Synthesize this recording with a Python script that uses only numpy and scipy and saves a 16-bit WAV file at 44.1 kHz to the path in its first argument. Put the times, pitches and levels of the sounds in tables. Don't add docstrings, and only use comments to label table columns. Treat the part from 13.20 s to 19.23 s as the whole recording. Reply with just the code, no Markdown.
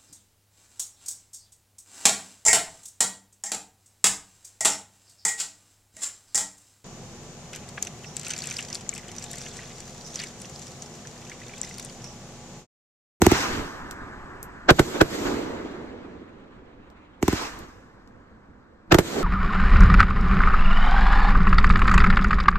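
import sys
import numpy as np
from scipy import signal
from scipy.fft import rfft, irfft, next_fast_len
from scipy.io import wavfile
from scipy.ndimage import uniform_filter1d

SR = 44100
rng = np.random.default_rng(int(sys.argv[2]) if len(sys.argv) > 2 else 0)


def master_out(mix):
    frames = np.transpose(np.atleast_2d(mix))
    ceiling = np.clip(frames, -1, 1)
    pcm = np.round(ceiling * 32767).astype(np.int16)
    wavfile.write(sys.argv[1], SR, pcm)


N = 265923

# (time [s], level [dB], brightness [dB/octave], echo [dB])
LAUNCH_SHOTS = [(0.0186, -7, 1.5, 12), (0.0655, 0.5, 1, 8), (0.116, -4.5, 1.29, 6), (4.027, -18, 1, -4.5),
                (4.0803, -16, 1.6, -2.5), (4.128, -21, .5, -4.5)]
# (time [s], level [dB], brightness [dB/octave], recorder smear [dB], smear lead [s], echo [dB])
BURST_SHOTS = [(1.506, 2.5, -1.5, 0.5, 0.013, 9), (1.594, 2.5, -0.5, -6, 0.0043, -2),
               (1.813, -1, -0.84, 0.5, 0.0023, 4.5), (5.723, -4.5, -1.3, -2, 0.0032, 2.5),
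               (5.7449, 1.5, -1, -3, 0.00066, 4.5), (5.7854, -2, 0.43, -11, .001, -19)]
# (lift-off [s], burst [s], nominal hiss at lift-off [dB])
FLIGHTS = [(0.02, 1.515, -38.5), (4.03, 5.72, -55)]
# (time [s], peak before the common spark gain [dB], brightness [dB/octave])
SPARK_SNAPS = [(0.7108, -34, -5.5), (1.2292, -29.5, 6), (3.7014, -56, -8), (4.3903, -42, 0),
               (4.875, -58, -8)]

# (frequency [Hz], relative density [dB per Hz])
AIR_COLOUR = [(25, -28), (60, 3), (90, -5.5), (125, -25.5), (200, -5), (290, -11.5), (400, -19), (480, -12),
              (620, -21), (1100, -20.5), (1700, -24.5), (2600, -45.5), (4200, -41.5), (8000, -61),
              (15000, -63.5)]
# (frequency [Hz], relative density [dB per Hz])
THUMP_COLOUR = [(25, -27), (60, 1.5), (90, 2.5), (140, -4), (200, 0), (270, 1), (360, 6), (430, -2.5),
                (520, -19), (720, -13), (1000, -16.5), (1300, -26), (2300, -26), (4700, -38.5),
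                (6500, -30.5), (9000, -38), (14000, -38.5)]
# (frequency [Hz], relative density [dB per Hz])
LAUNCH_WASH_COLOUR = [(40, -9), (150, -10), (300, -1.5), (540, -8.5), (1000, -3.5), (1800, -6.5),
                      (3200, -13.5), (6500, -16.5), (8700, -26), (12900, -33.5), (15000, -41.5)]
# (frequency [Hz], relative density [dB per Hz])
FUSE_COLOUR = [(120, -22.5), (210, -1), (290, -6), (570, -10.5), (1100, 0), (1700, 0), (2300, -15.5),
               (3200, -33), (5000, -32), (7500, -27.5), (11400, -40), (15000, -43)]
# (frequency [Hz], relative density [dB per Hz])
SNAP_COLOUR = [(500, -28), (2000, -14), (4000, -5), (7500, 0), (13000, -1), (16000, -10)]
# (frequency [Hz], relative density [dB per Hz])
BANG_COLOUR = [(25, -13), (50, -8), (100, -3), (180, -1), (240, -11.5), (330, 0.5), (420, -3), (510, -8),
               (650, -11.5), (1000, -17.5), (1500, -16.5), (2600, -26.5), (4500, -29.5), (8000, -33),
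               (14000, -35)]
# (frequency [Hz], relative density [dB per Hz])
SMEAR_COLOUR = [(60, -26), (160, -22), (320, -2), (730, -1), (1200, -7.5), (1550, 1), (2000, -14),
                (2470, -11.5), (3700, -15), (7600, -28), (8800, -50.5), (15000, -67)]
# (frequency [Hz], relative density [dB per Hz])
BURST_WASH_COLOUR = [(40, -22), (140, -15), (280, -3.5), (390, -4.5), (800, -13.5), (1700, -17),
                     (2800, -24.5), (4200, -25.5), (5000, -31), (7300, -31.5), (8900, -42.5), (13000, -47),
                     (15000, -64)]
# (frequency [Hz], relative density [dB per Hz])
STAR_COLOUR = [(150, -11), (300, -4.5), (600, -6), (1200, 0.5), (2200, -6), (4000, -16), (5200, -33.5),
               (7000, -26.5), (12000, -45)]

# (frequency [Hz], delay before the trail factor [s])
BASS_TRAIL = [(30, 0.01975), (100, 0.0125), (200, .0056), (430, 0.0061), (700, 0.0016), (1500, .0009),
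              (4000, .0003), (12000, 0.00014)]
# (delay [s], left gain [ratio], right gain [ratio])
LAUNCH_BOUNCES = [(.0014, 0.23, 0.28), (.004, .2, 0.23)]
# (delay [s], left gain [ratio], right gain [ratio])
BURST_BOUNCES = [(.0033, 0.55, 0.68), (.0078, 0.12, .4)]
# (arrival [s], spread [s], level [dB], t60 at 1 kHz [s],
# shortening of t60 with pitch [exponent], brightness [dB/octave])
LAUNCH_ECHOES = [(0.023, 0.018, -36, 1.04, 0.044, 4), (0.092, 0.016, -25.5, 0.46, 0.15, 1.05),
                 (.28, 0.011, -37.5, 0.49, 0.059, -3), (.35, .08, -55, 12, 0.18, -4)]
# (arrival [s], spread [s], level [dB], t60 at 1 kHz [s],
# shortening of t60 with pitch [exponent], brightness [dB/octave])
BURST_ECHOES = [(0.12, 0.05, -34, 1.14, 0.14, 6.5), (0.24, 0.0031, -24, .18, .1, -1.7),
                (0.14, 0.036, -31.5, 2.61, .14, -0.53), (.9, .2, -69.5, 15, 0.17, -0.5)]

# (frequency [Hz], correlation [-1..1])
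LIKENESS = [(60, 0.92), (130, 0.92), (290, 0.87), (640, 0.11), (1400, 0.28), (3100, 0.54), (6800, .2),
            (15000, .1)]
# (frequency [Hz], level [dB])
MICROPHONE = [(20, 0), (8600, 0), (9000, -4), (9400, -22), (10100, -26), (10700, -2), (12800, 2),
              (13800, -1), (14600, -16), (16500, -19)]
# (frequency [Hz], level [dB])
PORT_BALANCE = [(30, 1), (125, -3), (500, -3), (1500, -0.5), (4000, -0.3), (12000, 0.5)]

PORT_LAG_S = 0.00012
EDGE_HZ = 16700
BANG_S = .02

FUSE_CATCH_S = .25
CLIMB_FADE_DB_PER_S = 6
BURNOUT_DB_PER_S = 18.5
STARS_DB, STARS_FADE_DB_PER_S, STARS_BURN_S = -54, 2.5, 2.4

FRAME, HOP = 1024, 256
FRAME_HZ = np.fft.rfftfreq(FRAME, 1 / SR)
FRAME_S = np.arange(N // HOP + 5)[:, None] * HOP / SR
SHOT_S = (np.arange(8192) - 2048) / SR
SHOT_HZ = np.fft.rfftfreq(len(SHOT_S), 1 / SR)


def amp(db):
    return 10 ** (np.asarray(db) / 20)


def unit(x):
    return x / np.sqrt(np.mean(abs(x) ** 2) + 1e-20)


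def read(points, hz):
    f, value = np.transpose(points)
    return np.interp(np.log(hz + 1), np.log(f + 1), value)


def colour(points, hz, tilt_db=0):
    octaves = np.log2(np.maximum(hz, 60))
    return unit(amp(read(points, hz) + tilt_db * octaves))


def delayed(hz, s):
    return np.exp(-2j * np.pi * hz * s)


def add(mix, s, sound):
    start = round((s + SHOT_S[0]) * SR)
    sound = sound[:, max(-start, 0):]
    part = mix[:, max(start, 0):][:, :sound.shape[1]]
    part += sound[:, :part.shape[1]]


def paired(z, hz):
    same = np.clip(read(LIKENESS, hz), -1, 1)
    mid = np.sqrt((1 + same) / 2) * z[0]
    side = np.sqrt((1 - same) / 2) * z[1]
    return np.array([mid + side, (mid - side) * delayed(hz, PORT_LAG_S)])


def scatter(decay_s):
    envelope = np.exp(-abs(SHOT_S) / decay_s) * (SHOT_S > 0)
    taps = rng.standard_normal((2, len(SHOT_S))) * envelope
    return unit(paired(rfft(taps), SHOT_HZ))


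def diffuse(gain, patchy_db, flicker_db):
    shape = (len(FRAME_S), len(FRAME_HZ))
    noise = rng.standard_normal((2, N + 2048))
    z = signal.stft(noise, nperseg=FRAME, noverlap=FRAME - HOP)[2].swapaxes(1, 2)[:, :shape[0]]
    patches = uniform_filter1d(rng.standard_normal(shape), size=7, axis=0)
    patches = unit(uniform_filter1d(patches, size=12, axis=1))
    flicker = unit(uniform_filter1d(rng.standard_normal(FRAME_S.shape), size=4, axis=0))
    z = paired(z, FRAME_HZ) * gain * amp(patchy_db * patches + flicker_db * flicker)
    return signal.istft(z.swapaxes(1, 2), nperseg=FRAME, noverlap=FRAME - HOP)[1][:, :N]


def evening_air():
    return diffuse(amp(-54.5) * colour(AIR_COLOUR, FRAME_HZ), patchy_db=2.0, flicker_db=0.16)


def blasts(rows, spectrum, trail, lag_s, reflections, crack_hz, crack_s,
           clutter_db, clutter_s, rumble_db, rumble_s):
    out, hz = np.zeros((2, N)), SHOT_HZ
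    sweep = np.exp(-2j * np.pi * trail * np.cumsum(read(BASS_TRAIL, hz)) * hz[1])
    direct = delayed(hz, np.array([[0], [lag_s]]) - SHOT_S[0])
    small = hz ** 2 / (hz ** 2 + 300 ** 2)
    large = (1 - small) * delayed(hz, 0.0053)
    bounces = small * sum(np.array([[left], [right]]) * delayed(hz, s) for s, left, right in reflections)
    ragged = hz ** 2 / (hz ** 2 + crack_hz ** 2)
    for s, db, tilt_db, *_ in rows:
        front = np.sqrt(1 - ragged) * direct + np.sqrt(ragged) * scatter(crack_s)
        clutter = amp(clutter_db) * small * scatter(clutter_s)
        rumble = amp(rumble_db) * large * scatter(rumble_s)
        arrivals = front * (1 + bounces) + clutter + rumble
        bang = irfft(colour(spectrum, hz, tilt_db) * sweep * arrivals)
        add(out, s, amp(db) * unit(bang) * np.sqrt(BANG_S * SR / len(SHOT_S)))
    return out


def recorder_smear(rows, spectrum, tilt_db, rise_s):
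    out = np.zeros((2, N))
    for s, db, lead_s in rows:
        noise = paired(rfft(rng.standard_normal((2, len(SHOT_S)))), SHOT_HZ)
        rise = (1 + np.tanh((SHOT_S + lead_s) / rise_s)) / 2
        swell = rise * np.exp(-np.maximum(SHOT_S, 0) / 0.0057)
        add(out, s, amp(db) * swell * unit(irfft(noise * colour(spectrum, SHOT_HZ, tilt_db))))
    return out


def launches():
    thumps = blasts(LAUNCH_SHOTS, THUMP_COLOUR, trail=1.02, lag_s=.00004, reflections=LAUNCH_BOUNCES,
                    crack_hz=3140, crack_s=0.00093, clutter_db=-4.5, clutter_s=0.0073,
                    rumble_db=-10.5, rumble_s=0.02)
    rows = [(s, db - 10, 0) for s, db, *_ in LAUNCH_SHOTS]
    return thumps + recorder_smear(rows, THUMP_COLOUR, tilt_db=2, rise_s=.009)


def echoes(rows, paths, spectrum, patchy_db, flicker_db):
    response = 0
    for arrival_s, spread_s, db, t60, damping, tilt_db in paths:
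        late_s = FRAME_S - arrival_s
        build = (1 + np.tanh(late_s / (2 * spread_s))) / 2
        pitch_loss = (np.maximum(FRAME_HZ, 200) / 1000) ** damping
        fade = amp(-60 * np.maximum(late_s, 0) / t60 * pitch_loss)
        response = response + build * (amp(db) * fade * colour(spectrum, FRAME_HZ, tilt_db)) ** 2
    power = np.zeros_like(response)
    for s, *_, echo_db in rows:
        first = np.searchsorted(FRAME_S[:, 0], s)
        power[first:] += amp(echo_db) ** 2 * response[:len(power) - first]
    return diffuse(np.sqrt(power), patchy_db, flicker_db)


def fuse_level():
    level = 0
    for lift_s, burst_s, db in FLIGHTS:
        flown_s = np.maximum(FRAME_S - lift_s, 0)
        after_s = np.maximum(FRAME_S - burst_s, 0)
        caught = np.minimum(flown_s / FUSE_CATCH_S, 1)
        fade_db = CLIMB_FADE_DB_PER_S * flown_s + BURNOUT_DB_PER_S * after_s
        level = level + caught * amp(db - fade_db)
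    return level


def burning(directness):
    left, stray = diffuse(fuse_level() * colour(FUSE_COLOUR, FRAME_HZ), patchy_db=1.3, flicker_db=.3)
    later = np.pad(left, (6, 0))[:N]
    share = np.clip(directness, 0, 1)
    return np.array([left, share * later + (1 - share) * stray])


def sparks(level_db, snap_s, tail_db, tail_s):
    out = np.zeros((2, N))
    for s, db, tilt_db in SPARK_SNAPS:
        body = scatter(snap_s) + amp(tail_db) * scatter(tail_s)
        snap = irfft(colour(SNAP_COLOUR, SHOT_HZ, tilt_db) * body)
        add(out, s, amp(db + level_db) * snap / abs(snap).max())
    return out


def bursts():
    bangs = blasts(BURST_SHOTS, BANG_COLOUR, trail=.9, lag_s=.00002, reflections=BURST_BOUNCES,
                   crack_hz=2800, crack_s=0.0018, clutter_db=-1.5, clutter_s=.012,
                   rumble_db=-14, rumble_s=0.032)
    rows = [(s, db, lead_s) for s, _, _, db, lead_s, _ in BURST_SHOTS]
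    return bangs + recorder_smear(rows, SMEAR_COLOUR, tilt_db=0, rise_s=0.0054)


def stars():
    level = 0
    for _, burst_s, _ in FLIGHTS:
        after_s = np.maximum(FRAME_S - burst_s, 0)
        spent_s = np.maximum(FRAME_S - burst_s - STARS_BURN_S, 0)
        caught = np.minimum(after_s / FUSE_CATCH_S, 1)
        fade_db = STARS_FADE_DB_PER_S * after_s + BURNOUT_DB_PER_S * spent_s
        level = level + caught * amp(STARS_DB - fade_db)
    return diffuse(level * colour(STAR_COLOUR, FRAME_HZ), patchy_db=1.8, flicker_db=-2.0)


def scene():
    wash = echoes(LAUNCH_SHOTS, LAUNCH_ECHOES, LAUNCH_WASH_COLOUR, patchy_db=1.6, flicker_db=.4)
    snaps = sparks(level_db=13, snap_s=.0009, tail_db=-4, tail_s=.013)
    roll = echoes(BURST_SHOTS, BURST_ECHOES, BURST_WASH_COLOUR, patchy_db=1.5, flicker_db=.5)
    return evening_air() + launches() + wash + burning(directness=0.82) + snaps + bursts() + roll + stars()


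def limit(x, ceiling_db, recovery_db):
    over_db = np.maximum(20 * np.log10(abs(x).max(0) + 1e-9) - ceiling_db, 0)
    ramp = np.arange(N) * recovery_db / SR
    held_db = np.maximum.accumulate(over_db + ramp) - ramp
    return x * amp(-uniform_filter1d(held_db, size=40))


def record(dry):
    limited = limit(dry, ceiling_db=-0.5, recovery_db=40)
    clipped = limited / (1 + limited ** 4) ** (1 / 4)
    size = next_fast_len(N + 4096)
    hz = np.fft.rfftfreq(size, 1 / SR)
    balance_db = np.array([[.5], [-.5]]) * read(PORT_BALANCE, hz)
    response = amp(read(MICROPHONE, hz) + balance_db)
    coloured = irfft(rfft(clipped, size) * response, size)[:, :N]
    lowpass = signal.firwin(511, EDGE_HZ, window=("kaiser", 9), fs=SR)
    return signal.oaconvolve(coloured, lowpass[None], "same")


dry = scene()
out = record(dry)
master_out(out)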